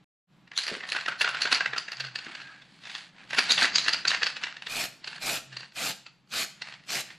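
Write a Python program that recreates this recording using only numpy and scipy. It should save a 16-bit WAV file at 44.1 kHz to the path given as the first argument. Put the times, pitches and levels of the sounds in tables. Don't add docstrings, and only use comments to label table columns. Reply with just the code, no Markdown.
import sys
import numpy as np
from scipy import signal
from scipy.fft import rfft, irfft, next_fast_len
from scipy.io import wavfile
from scipy.ndimage import uniform_filter1d, map_coordinates

SR = 44100
rng = np.random.default_rng(int(sys.argv[2]) if len(sys.argv) > 2 else 0)


def int16_out(signal):
    q = np.round(np.clip(np.atleast_2d(signal).T, -1, 1) * 32767)
    wavfile.write(sys.argv[1], SR, q.astype(np.int16))


def boost_factor(decibels):
    exponent = np.asarray(decibels, float) / 20
    return 10 ** exponent


N = 316620


def unit(x):
    return x / np.sqrt(np.mean(x ** 2) + 1e-20)


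def along(points, hz):
    f, v = np.transpose(points)
    return np.interp(np.log(hz + 1), np.log(f + 1), v)


def wobble(rate):
    knots = rng.standard_normal(int(N * rate / SR) + 4)
    return map_coordinates(knots, [np.arange(N) * rate / SR])


def filtered(x, response):
    m = next_fast_len(N + SR // 2)
    return irfft(rfft(x, m) * response(np.fft.rfftfreq(m, 1 / SR)), m)[..., :N]


# [pitch_hz, likeness]
LIKENESS = [(60, .84), (500, .92), (1500, .985), (7000, .95), (12000, .6)]


def rush(spectrum):
    def mid_side(hz):
        turn = np.arccos(np.clip(along(LIKENESS, hz), -1, 1)) / 2
        return boost_factor(along(spectrum, hz)) * [np.cos(turn), np.sin(turn)]

    mid, side = filtered(rng.standard_normal((2, N)), mid_side)
    return unit(np.array([mid + side, mid - side]))


# [time_s, level_db]
BOOM = [(0, -65), (.45, -63), (.62, -69.5), (1, -61.5), (1.7, -60.5), (1.85, -65), (2, -66.5),
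        (2.25, -63.5), (3.1, -64), (3.6, -52.5), (4.2, -58.5), (4.6, -65.5), (5.1, -62.5), (5.62, -64),
        (5.75, -68), (6.2, -66.5), (6.6, -64.5), (7.2, -62.5)]
# [pitch_hz, level_db per Hz]
AIR = [(120, -28), (200, -11), (300, -9), (420, -18), (870, -18), (4000, -24.5), (7000, -43.5),
       (9500, -45.5), (12500, -74)]
# [pitch_hz, level_db per Hz]
RUMBLE = [(20, -25.5), (100, -19.5), (118, -15.5), (130, 0), (142, -3.5), (200, -4), (300, -40.5)]
# [centre_s, level_db, half_length_s, pitch_hz]
HUMS = [
    (2.05, -46, 0.068, 130),
    (5.54, -50.5, 0.084, 130),
    (2.47, -48, 0.13, 1620),
    (2.51, -53, .03, 1300),
    (1.213, -50, .012, 13700),
    (1.72, -53, .04, 128),
]


def room_tone():
    t = np.arange(N) / SR
    boom_db = np.interp(t, *np.transpose(BOOM))
    hum = np.zeros(N)
    for s, db, half_s, hz in HUMS:
        note = np.sin(2 * np.pi * hz * t + 1.4 * wobble(hz / 10))
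        hum += boost_factor(db) * np.exp(-((t - s) / half_s) ** 2) * note
    air_db = -64.5 + 1.34 * (boom_db + 63.5) + 1.4 * wobble(1)
    return boost_factor(air_db) * rush(AIR) + boost_factor(boom_db) * rush(RUMBLE) + hum


def struck(place):
    near_db, loss_db = np.array([-1, -3.5, 2, -8]), np.array([16.5, 26, 100, 18])
    away = np.clip([place + 0.22, abs(place + 0.12) - .2, .1 - place, .8 - place], 0, 2)
    return near_db - loss_db * away


# [pitch_hz, spread_share, level_db]
CAN = [(1611, 0.077, -5), (2732, 0.045, -5.5), (4546, 0.065, -6), (6270, 0.12, -4.5)]
# [pitch_hz, level_db per Hz]
TICK = [(60, -43.5), (250, -14.5), (1000, -6), (1500, -0.5), (4600, -3.5), (7800, -21), (8700, -25),
        (10400, -22.5), (14000, -44)]
# [time_s, treble_db]
FACING = [(.5, 6.5), (1.2, 7.5), (2, 4), (2.9, -4), (3.35, 8), (3.621, 2), (3.74, -2.5), (3.82, -2.5),
          (3.9, 3.5), (4.3, -2.5), (7, 3)]
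# [start_s, low_wall_hz, dome_hz]
TONES = [(0.518, 1850, 3670), (0.567, 1760, 3550), (0.577, 1940, 4220), (0.589, 1660, 4100),
         (0.637, 1930, 4580), (0.681, 1850, 4850), (0.89, 1910, 4120), (0.921, 2050, 4440),
         (0.95, 1410, 4130), (0.964, 1560, 4450), (1.062, 1740, 4390), (1.083, 1462, 3590),
         (1.211, 1810, 4430), (1.247, 1520, 4530), (1.278, 1440, 3960), (1.42, 1580, 4470),
         (1.456, 1534, 4100), (1.527, 1505, 4430), (1.551, 1930, 4660), (1.607, 1630, 4310),
         (1.66, 1670, 4410), (1.735, 1815, 4230), (1.782, 1350, 4700), (1.92, 1775, 4750),
         (2.006, 1710, 4590), (2.158, 1630, 4640), (2.352, 1630, 4400), (2.418, 1580, 4450),
         (2.621, 1670, 3590), (2.952, 1850, 3560), (3.333, 1745, 3620), (3.385, 1530, 4580),
         (3.391, 1715, 4720), (3.495, 1510, 4260), (3.508, 1540, 3950), (3.514, 1480, 4610),
         (3.52, 1690, 4630), (3.578, 1950, 3530), (3.621, 1540, 4190), (3.628, 1770, 4530),
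         (3.643, 1870, 4510), (3.655, 1880, 4280), (3.759, 1890, 4850), (3.783, 1660, 4120),
         (3.883, 1700, 4500), (3.892, 1980, 4640), (3.934, 1360, 4625), (4.053, 1570, 4260),
         (4.082, 1720, 4685), (4.104, 2040, 4060), (4.117, 1760, 3980), (4.148, 2020, 4100),
         (4.232, 1770, 4550), (4.267, 1520, 4560), (4.438, 1750, 4030), (4.669, 1780, 3660),
         (5.076, 1600, 4500), (5.57, 1654, 4480), (6.066, 1310, 4520), (6.621, 1940, 4280)]
# [start_s, level_db, contact_ms, place (-1 low wall .. 1 dome)]
LOOSEN = [(.4778, -47.5, 2.5, -0.42), (.5176, -32, 1.1, -0.46), (.5376, -40.5, 1.9, -0.41),
          (.5667, -32, 4, 1), (.5774, -12.5, 0.71, 1), (.5888, -22, 4, 0.53), (.6373, -26, 2.1, 0.56),
          (.6675, -22.5, 0.66, 0.35), (.681, -23.5, 1.3, 0.092), (.6855, -26, 1.5, -0.008),
          (.8535, -31, 0.91, -0.64), (.7516, -27, 0.76, -0.68), (.8077, -27.5, 1.1, -0.6),
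          (.8373, -29, 2.8, -1.1), (.8905, -29, 2.4, 0.073), (.9015, -29, 1.3, 0.95),
          (.9212, -18.5, 1.04, 0.033), (.93, -26, 1.3, 0.16), (.9503, -21, 1.4, -1.2),
          (.9652, -18.5, 1.8, -0.4), (.987, -30, 1.5, -1.3), (1.011, -29.5, 1.4, 0.13),
          (1.062, -21.5, 1.4, -0.37), (1.0845, -14.5, 1.36, -0.54), (1.1216, -28, 4.1, -1.1),
          (1.2115, -16.5, 1, -0.069), (1.2164, -15.5, 3.3, -0.02), (1.2, -32.5, 6, 0.52),
          (1.313, -31, 1.8, -0.093), (1.2468, -11, 1.2, -0.81), (1.2777, -18, 1.06, -0.35),
          (1.2907, -23.5, 2.2, -0.026)]
# [start_s, level_db, contact_ms, place]
SLOWING = [(1.348, -23.5, 3.8, -0.5), (1.41, -29, 2.4, 0.08), (1.4203, -13.5, 1.24, 0.53),
           (1.433, -25, 4.3, 0.48), (1.4556, -16, 2.4, -0.66), (1.475, -20.5, 2.1, -0.88),
           (1.519, -19.5, 2.4, 0.041), (1.5275, -10, 1.4, 0.079), (1.5477, -17.5, 2, 0.51),
           (1.608, -13.5, 1.7, -0.89), (1.661, -16, 1.5, -0.54), (1.7347, -19.5, 1.6, -1.03),
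           (1.7646, -23.5, 1.6, -0.47), (1.782, -18, 1.7, 0.42), (1.8842, -26, 1.3, -0.32),
           (1.92, -26, 1.3, 0.086), (1.932, -31.5, 2.4, -0.12), (1.9703, -29.5, 0.54, 0.57),
           (2.006, -23.5, 1.9, 0.12), (2.042, -29, 1.8, -0.78), (2.05, -32, 2.3, 0.095),
           (2.069, -36.5, 2.5, 0.11), (2.086, -38, 2.1, -0.53), (2.1583, -24, 1.9, 0.093),
           (2.189, -30.5, 2.1, 0.058), (2.247, -40, 1.3, 0.92), (2.2667, -30.5, 0.8, -1.8),
           (2.3528, -30, 2.1, 0.021), (2.403, -34, 1.3, -0.31), (2.418, -39, 4.4, 0.073),
           (2.621, -45, 2.8, 0.082), (2.821, -61, 1.5, .9), (2.838, -43.5, 2.4, 0.035),
           (2.855, -37.5, 2.9, 0.031), (2.872, -36.5, 2.6, 0.044), (2.925, -52, 1.5, -0.26),
           (2.947, -40, 2.5, -0.0066), (2.96, -35, 1.7, -0.26), (2.383, -42, 1.7, -0.37),
           (2.982, -36, 1.7, 0.054), (2.899, -34.5, 2.2, 0.0039), (2.952, -24.5, 1.07, 0.21)]
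# [start_s, level_db, contact_ms, place]
HARD = [(3.308, -29.5, 2.2, -0.0065), (3.333, -18.5, 1.6, -0.48), (3.3482, -21.5, 1.6, -0.17),
        (3.377, -24.5, 5.7, 0.013), (3.3863, -12, 2, -0.053), (3.391, -11.5, 1.9, 0.033),
        (3.488, -32, 5.5, -0.074), (3.497, -18.5, 2, 0.29), (3.504, -18.5, 1.9, 0.42),
        (3.5083, -9.5, 1.3, 0.56), (3.515, -17, 1.8, 0.65), (3.5204, -8.5, 1.1, 0.86),
        (3.5302, -21, 1.5, 0.84), (3.548, -27, 1.6, -1.3), (3.58, -17.5, 2, 0.08), (3.5905, -19, 2, -0.042),
        (3.614, -28, 1.9, -.6), (3.622, -14, 1.6, -0.79), (3.629, -14.5, 1.2, 1),
        (3.6354, -18.5, 1.4, 0.42), (3.6455, -10.5, 1.2, -0.89), (3.655, -16.5, 1.6, -0.024),
        (3.752, -24, 9.6, 0.49), (3.7589, -8.5, 1.3, 0.95), (3.7665, -23.5, 1.5, 0.96),
        (3.7835, -10, .8, 0.65), (3.7949, -24, 1.5, 1), (3.847, -27.5, 6, 0.52), (3.864, -21, 1.3, -0.35),
        (3.8836, -13, 1.6, 0.024), (3.893, -18.5, 1.9, 0.22), (3.93, -24.5, 1.8, 0.43),
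        (3.9347, -14, 1.6, 0.41), (3.945, -19, 0.96, -0.047), (4.0537, -13.5, 1.26, -0.5),
        (4.078, -19.5, 2.4, 0.58), (4.0821, -10, 1, 1), (4.0916, -22.5, 0.59, 0.95), (4.1054, -18, 2, 0.19),
        (4.1169, -12, 0.36, -0.52), (4.148, -18, 1.4, 0.018), (4.173, -31, 3.3, -0.36),
        (4.221, -21.5, 3.4, -0.66), (4.2321, -12.5, 1.08, 0.08), (4.242, -27, 2.2, 0.94),
        (4.262, -24.5, 1, 0.25), (4.2681, -16, 1.33, 0.082)]
# [start_s, level_db, contact_ms, place]
SETTLE = [(4.367, -29, 3.5, 0.024), (4.4372, -18.5, 0.88, 0.022), (4.442, -22, 1.2, -0.068),
          (4.4705, -22.5, 0.95, -0.61), (4.526, -29.5, 0.35, -0.39), (4.5687, -31, 1.16, -0.054),
          (4.6231, -27, 0.74, 0.012), (4.6692, -26, 2.2, 0.054), (5.045, -30.5, 1.3, 0.098),
          (5.0766, -27.5, 2.3, 0.054), (5.13, -32.5, 2.2, -0.49), (5.162, -40, 1.5, 0.27),
          (5.184, -39, 1.9, -0.45), (5.5294, -39, 3.6, -0.057), (5.5698, -28, 1.5, 0.099),
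          (5.607, -33.5, 1.5, 0.072), (5.632, -36.5, 2.3, -0.3), (5.652, -45, 1.8, 0.21),
          (5.722, -48.5, 2, 0.042), (6.0655, -39.5, 2.7, 0.075), (6.275, -59, 1.3, 0.1),
          (6.621, -27, 2.05, 0.041), (6.6727, -32.5, 0.87, -0.14), (6.687, -31, 0.47, 0.019),
          (6.702, -40, 1.9, -0.18), (6.7252, -35, 0.67, 0.026), (6.74, -38.5, 1.4, -0.024),
          (7.105, -35, 1.5, -0.4)]
# [start_s, level_db, contact_ms, place]
REBOUNDS = [(0.9705, -29, 1.5, -.5), (1.2297, -26, 1.5, 0.26), (1.2552, -26, 1.5, -0.35),
            (1.371, -25, 1.5, -0.47), (1.5564, -25.5, 1.5, 0.65), (1.5645, -28, 1.5, .3),
            (1.5685, -27, 1.5, -0.1), (1.5838, -29, 1.5, -0.17), (1.7702, -26, 1.5, -0.38),
            (2.0005, -26.5, 1.2, 0), (3.4058, -26.5, 1.5, 0), (3.413, -32, 1.5, 0), (3.4308, -31.5, 1.5, 0),
            (3.44, -27.5, 1.5, 0.17), (3.545, -27, 1.2, 0.38), (3.68, -24.5, 1.5, 0),
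            (3.7, -30, 1.5, 0.066), (3.7763, -30, 1.5, 0.79), (3.825, -28, 1.2, 0.58),
            (3.8732, -26, 1.5, 0), (4.0853, -28, 1.2, 0.91), (4.1348, -20.5, 1.5, -.3),
            (4.2729, -23, 1.2, 0), (6.078, -51, 2, -.2), (6.086, -54, 2, -.2), (6.838, -49.5, 2, 0),
            (6.85, -54, 2, 0.046), (7.13, -49, 2, -0.13)]


def knocks():
    rise_s, ring_s = 0.0014, 0.0021
    linger_db, linger_s = [-14, -15, -11, -25.5], 0.0062
    split_hz, sheen_hz = 3500, 8600
    dull_db, bright_db = -11.5, 20.5
    can, crack = np.zeros(N + SR), np.zeros((2, N + SR))
    t = np.arange(-SR // 50, SR // 25) / SR
    when, low_hz, dome_hz = np.transpose(TONES)
    offset = np.linspace(-1.3, 1.3, num=6)[:, None]
    for s, db, contact_ms, place in [*LOOSEN, *SLOWING, *HARD, *SETTLE, *REBOUNDS]:
        at = round(s * SR) - SR // 50
        here = slice(at, at + len(t))
        luck = rng.standard_normal((2, 4, 6, 1))
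        k = np.abs(when - s).argmin()
        shape = np.exp(np.where(t < 0, t / rise_s, -t / ring_s) / np.clip(contact_ms, .4, 8))
        size = np.linalg.norm(shape)
        centres = [low_hz[k], CAN[1][0], .98 * dome_hz[k], CAN[3][0]]
        clusters = zip(centres, CAN, struck(place), linger_db, *luck)
        for hz, (_, spread, gain_db), share_db, tail_db, detune, phase in clusters:
            mode_hz = hz * np.exp(spread * (.3 * detune + offset))
            mode_gain = boost_factor(2.5 * detune[::-1] - 3.6 * offset ** 2)
            modes = mode_gain * np.sin(2 * np.pi * mode_hz * t + 2 * phase)
            tail = boost_factor(tail_db) * (t > 0) * np.exp(-t / linger_s)
            ring = (shape + tail) * modes.sum(0)
            can[here] += boost_factor(db + share_db + gain_db) * ring * size / np.linalg.norm(ring)
        tilt_db = np.array([[dull_db * max(place, 0)], [bright_db * min(place, 0)]])
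        snap = shape * rng.standard_normal(len(t))
        crack[:, here] += boost_factor(db - 4.5 + tilt_db) * snap * size / np.linalg.norm(snap)

    def bands(hz):
        dull = 1 / (1 + (hz / split_hz) ** 2)
        sheen = 1 / (1 + (sheen_hz / (hz + 1)) ** 16)
        return boost_factor(along(TICK, hz)) * [dull, 1 - dull - sheen, sheen]

    norm = np.std(filtered(rng.standard_normal(N), lambda hz: boost_factor(along(TICK, hz))))
    low, high, top = filtered(crack[[0, 1, 1], :N], bands)
    facing = boost_factor(np.interp(np.arange(N) / SR, *np.transpose(FACING)))
    return can[:N] + (low + high + top * facing) / norm


# [centre_s, level_db, half_length_s, brightness_db]
SWIRLS = [(0.723, -42, 0.075, -1), (0.963, -44.5, 0.12, -1), (1.387, -39, 0.054, -5.5),
          (1.546, -30, 0.038, -3), (1.95, -53.5, 0.21, -15), (2.288, -47.5, 0.14, -4.5),
          (2.5, -55, 0.15, -3.5), (2.732, -63.5, 0.062, 3), (2.947, -48.5, 0.11, 1.5),
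          (3.207, -53.5, 0.06, -6), (3.435, -38.5, 0.1, -1), (3.629, -27.5, 0.034, 2),
          (3.908, -44.5, 0.12, -12), (4.145, -36.5, 0.028, -31), (4.432, -41.5, 0.023, -5),
          (5.128, -49, 0.081, 0), (5.586, -53.5, 0.082, 1), (6.69, -50.5, 0.091, -3),
          (7.115, -55, 0.051, 0)]


def motion():
    stir_db, stir_bright_db, stir_t60_s, stir_rise_s = -24, 5, 0.31, 0.004
    t, power = np.arange(N) / SR, np.zeros((2, N))
    for s, db, _, place in [*LOOSEN, *SLOWING, *HARD, *SETTLE]:
        tilt_db = stir_bright_db * np.array([-place, place - .4])
        power[:, round(s * SR)] = boost_factor(2 * (db + stir_db + tilt_db))
    after = boost_factor(-120 * t[:SR] / stir_t60_s) * (1 - np.exp(-t[:SR] / stir_rise_s))
    power = np.abs(signal.fftconvolve(power, after[None], axes=1)[:, :N])
    for s, db, half_s, bright_db in SWIRLS:
        level_db = db + np.array([[0], [bright_db]])
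        power += boost_factor(2 * level_db) * np.exp(-2 * ((t - s) / half_s) ** 2)
    return np.sqrt(power)


# [pitch_hz, width_hz, level_db]
WALL = [(700, 240, -2), (1670, 650, 1.5), (2590, 910, -5), (3220, 1200, -6), (4550, 710, -2.5),
        (7620, 5800, -18.5)]


def roll():
    dull, bright = motion()
    contacts = unit(rng.standard_normal(N) * boost_factor(2.4 * wobble(400) + .8 * wobble(60)))

    def resonances(modes, f):
        total = 0
        for k, (c, w, db) in enumerate(modes):
            total = total + (-1) ** k * boost_factor(db) * 1j * f * w / (c * c - f * f + 1j * f * w)
        return total

    low = filtered(contacts, lambda f: resonances(WALL[:3], f) / (1 + (650 / (f + 1)) ** 4))
    high = filtered(contacts, lambda f: resonances(WALL[3:], f) / (1 + (f / 11500) ** 8))
    return dull * unit(low) + bright * unit(high)


# [pitch_hz, t60_s]
SHOP = [(200, 0.39), (2000, 0.38), (6000, 0.41), (12000, 0.3)]


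def shop(x):
    out, step = np.zeros((2, N + 2 * SR)), SR // 3
    for at in range(0, N, step):
        hz, t, z = signal.stft(rng.standard_normal((2, SR // 2)), SR, nperseg=256)
        bass_width = 1 + 1.2 / (1 + (hz / 800) ** 4)
        z = z * [[[1]], [[.2]]] * np.array([hz ** 0, bass_width])[..., None]
        decay = boost_factor(-60 * t / along(SHOP, hz)[:, None])
        mid, side = signal.istft(z * decay, SR, nperseg=256)[1]
        echo = np.array([mid + side, mid - side]) / np.linalg.norm(mid)
        answer = signal.fftconvolve(x[None, at:at + step], echo, axes=1)
        out[:, at + 200:at + 200 + answer.shape[1]] += answer
    return out[:, :N]


# [start_s, level_db, pitch_hz, t60_s]
GRIPS = [
    (.694, -47, 520, .07),
    (.7148, -40, 430, .09),
    (.722, -45, 240, .07),
    (.74, -52, 460, .25),
    (.768, -49, 330, .07),
    (1.452, -50, 300, .05),
    (1.526, -41, 338, .04),
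    (2.267, -52, 299, .2),
    (3.383, -42, 338, .05),
    (3.621, -43, 306, .09),
]


def grips():
    out, t = np.zeros(N + SR), np.arange(SR // 4) / SR
    for s, db, hz, t60 in GRIPS:
        offset = np.linspace(-1.5, 1.5, num=8)[:, None] + 0.16 * rng.standard_normal((8, 1))
        ring = np.sin(2 * np.pi * hz * np.exp(.17 * offset) * t).sum(0)
        out[round(s * SR):][:len(t)] += boost_factor(db - 60 * t / t60) * (1 - np.exp(-t / 0.0016)) * ring
    return out[:N]


# [open_s, length_s, flow_db, near_db (aimed near), nearest_share (of the press)]
PRESSES = [
    (4.673, 0.2, -37, -43, 0.67),
    (5.2, 0.2, -36, -40.5, 0.54),
    (5.743, 0.19, -36, -41.5, 0.58),
    (6.302, 0.16, -35.5, -42, 0.59),
    (6.867, 0.16, -35, -43, 0.61),
]


def valve():
    open_db_per_s, shut_db_per_s, open_s, shut_s = 738, 703.5, 0.025, 0.015
    sweep_sag_db, aside_db = 59, -13
    flow_sag_db, flow_peak, flow_bend = 23, -.03, 1.54
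    t = np.arange(N) / SR
    s, length, flow_db, near_db, nearest = np.transpose(PRESSES)[..., None]
    opening_db = open_db_per_s * np.minimum(t - s - open_s, 0)
    gate_db = opening_db + shut_db_per_s * np.minimum(s + length - shut_s - t, 0)
    share = (t - s) / length
    near = near_db + gate_db + np.maximum(aside_db, -sweep_sag_db * (share - nearest) ** 2)
    flow = flow_db + gate_db - flow_sag_db * np.abs(share - nearest - flow_peak) ** flow_bend
    gone = np.take_along_axis(np.clip(share, 0, 1), flow.argmax(0)[None], axis=0)[0]
    return near.max(0), flow.max(0), gone


def patchy(x, depth_db=2.5):
    z = signal.stft(x, nperseg=512)[2]
    field = uniform_filter1d(rng.standard_normal(z.shape[1:]), size=5, axis=0)
    field = uniform_filter1d(field, size=6, axis=1)
    return unit(signal.istft(z * boost_factor(depth_db * unit(field)), nperseg=512)[1][:, :N])


# [pitch_hz, level_db per Hz]
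HISS = [(3530, -46), (6000, -31.5), (7030, -5.5), (8510, -14.5), (12900, -8), (13700, -18), (15500, -32.5)]
# [pitch_hz, level_db per Hz]
JET = [(650, -51), (1100, -4.5), (1450, -2), (2450, 0), (3300, -1), (4400, 1), (5600, -5), (8000, -8.5),
       (10400, -16.5), (17600, -120)]
# [pitch_hz, level_db per Hz]
WASH = [(35, -62), (60, -24), (146, 3), (518, -2), (657, 6), (834, 2), (1200, -16), (1560, -35.5),
        (2640, -120)]


def spray():
    near_db, jet_db, gone = valve()
    sputter_db = 1.6 * wobble(400) + .4 * wobble(50)
    hiss = boost_factor(near_db + 2.5 + sputter_db + .8 * wobble(21)) * patchy(rush(HISS)) * boost_factor([[1.2], [-1.2]])
    jet = boost_factor(jet_db + 4.5 + sputter_db) * patchy(rush(JET))
    stem_db = jet_db - 1.5 - 9.5 * gone - 5.4 * (np.arange(N) / SR - 6.0) + 0.49 * wobble(8.2)
    stem = boost_factor(stem_db) * rush([(2150, -28.0), (2480, -6), (2850, -35.0)])
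    wash = boost_factor(near_db + 0.15 + 1.4 * wobble(60)) * rush(WASH)
    return hiss + jet + stem + wash


def scene():
    ball, jet = knocks() + grips(), spray()
    near = (ball + roll()) * boost_factor([[-.3], [.3]]) + jet * boost_factor([[-.2], [.2]])
    answer = shop(boost_factor(-9.0) * ball + boost_factor(-10.0) * jet.mean(0))
    return near + answer + room_tone()


# [pitch_hz, level_db under the frame]
STARVED = [(8200, -31), (8900, -31), (9400, -36), (11100, -36), (11700, -31), (13300, -35), (13900, -29),
           (15700, -28)]


def starve(x, luck_db=6.5, size=6):
    hz, _, z = signal.stft(x, SR, nperseg=2048)
    power = np.abs(z) ** 2
    keep = np.ones(z.shape)
    budget = uniform_filter1d(rng.standard_normal(power[:, 0].shape), size=5) * .8 * luck_db
    for k in range(np.searchsorted(hz, STARVED[0][0]), len(hz), size):
        share = power[:, k:k + size].sum(1) / (power.sum(1) + 1e-12)
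        mood = budget + uniform_filter1d(rng.standard_normal(share.shape), size=2) * luck_db
        keep[:, k:k + size] = (share > boost_factor(2 * (along(STARVED, hz[k]) + mood)))[:, None]
    return signal.istft(z * keep, SR, nperseg=2048)[1][:, :N]


def top_cut(x):
    return signal.sosfilt(signal.butter(12, 15690, fs=SR, output="sos"), x)


def record(dry):
    cut_s, fade_s, fade_length_s = .044, 0.27, 0.061
    t = np.arange(N) / SR
    fade = np.where(t < cut_s, 1, np.clip((t - fade_s) / fade_length_s, 0, 1))
    mix = starve(dry) * fade
    return top_cut(mix)


dry = scene()
out = record(dry)
int16_out(out)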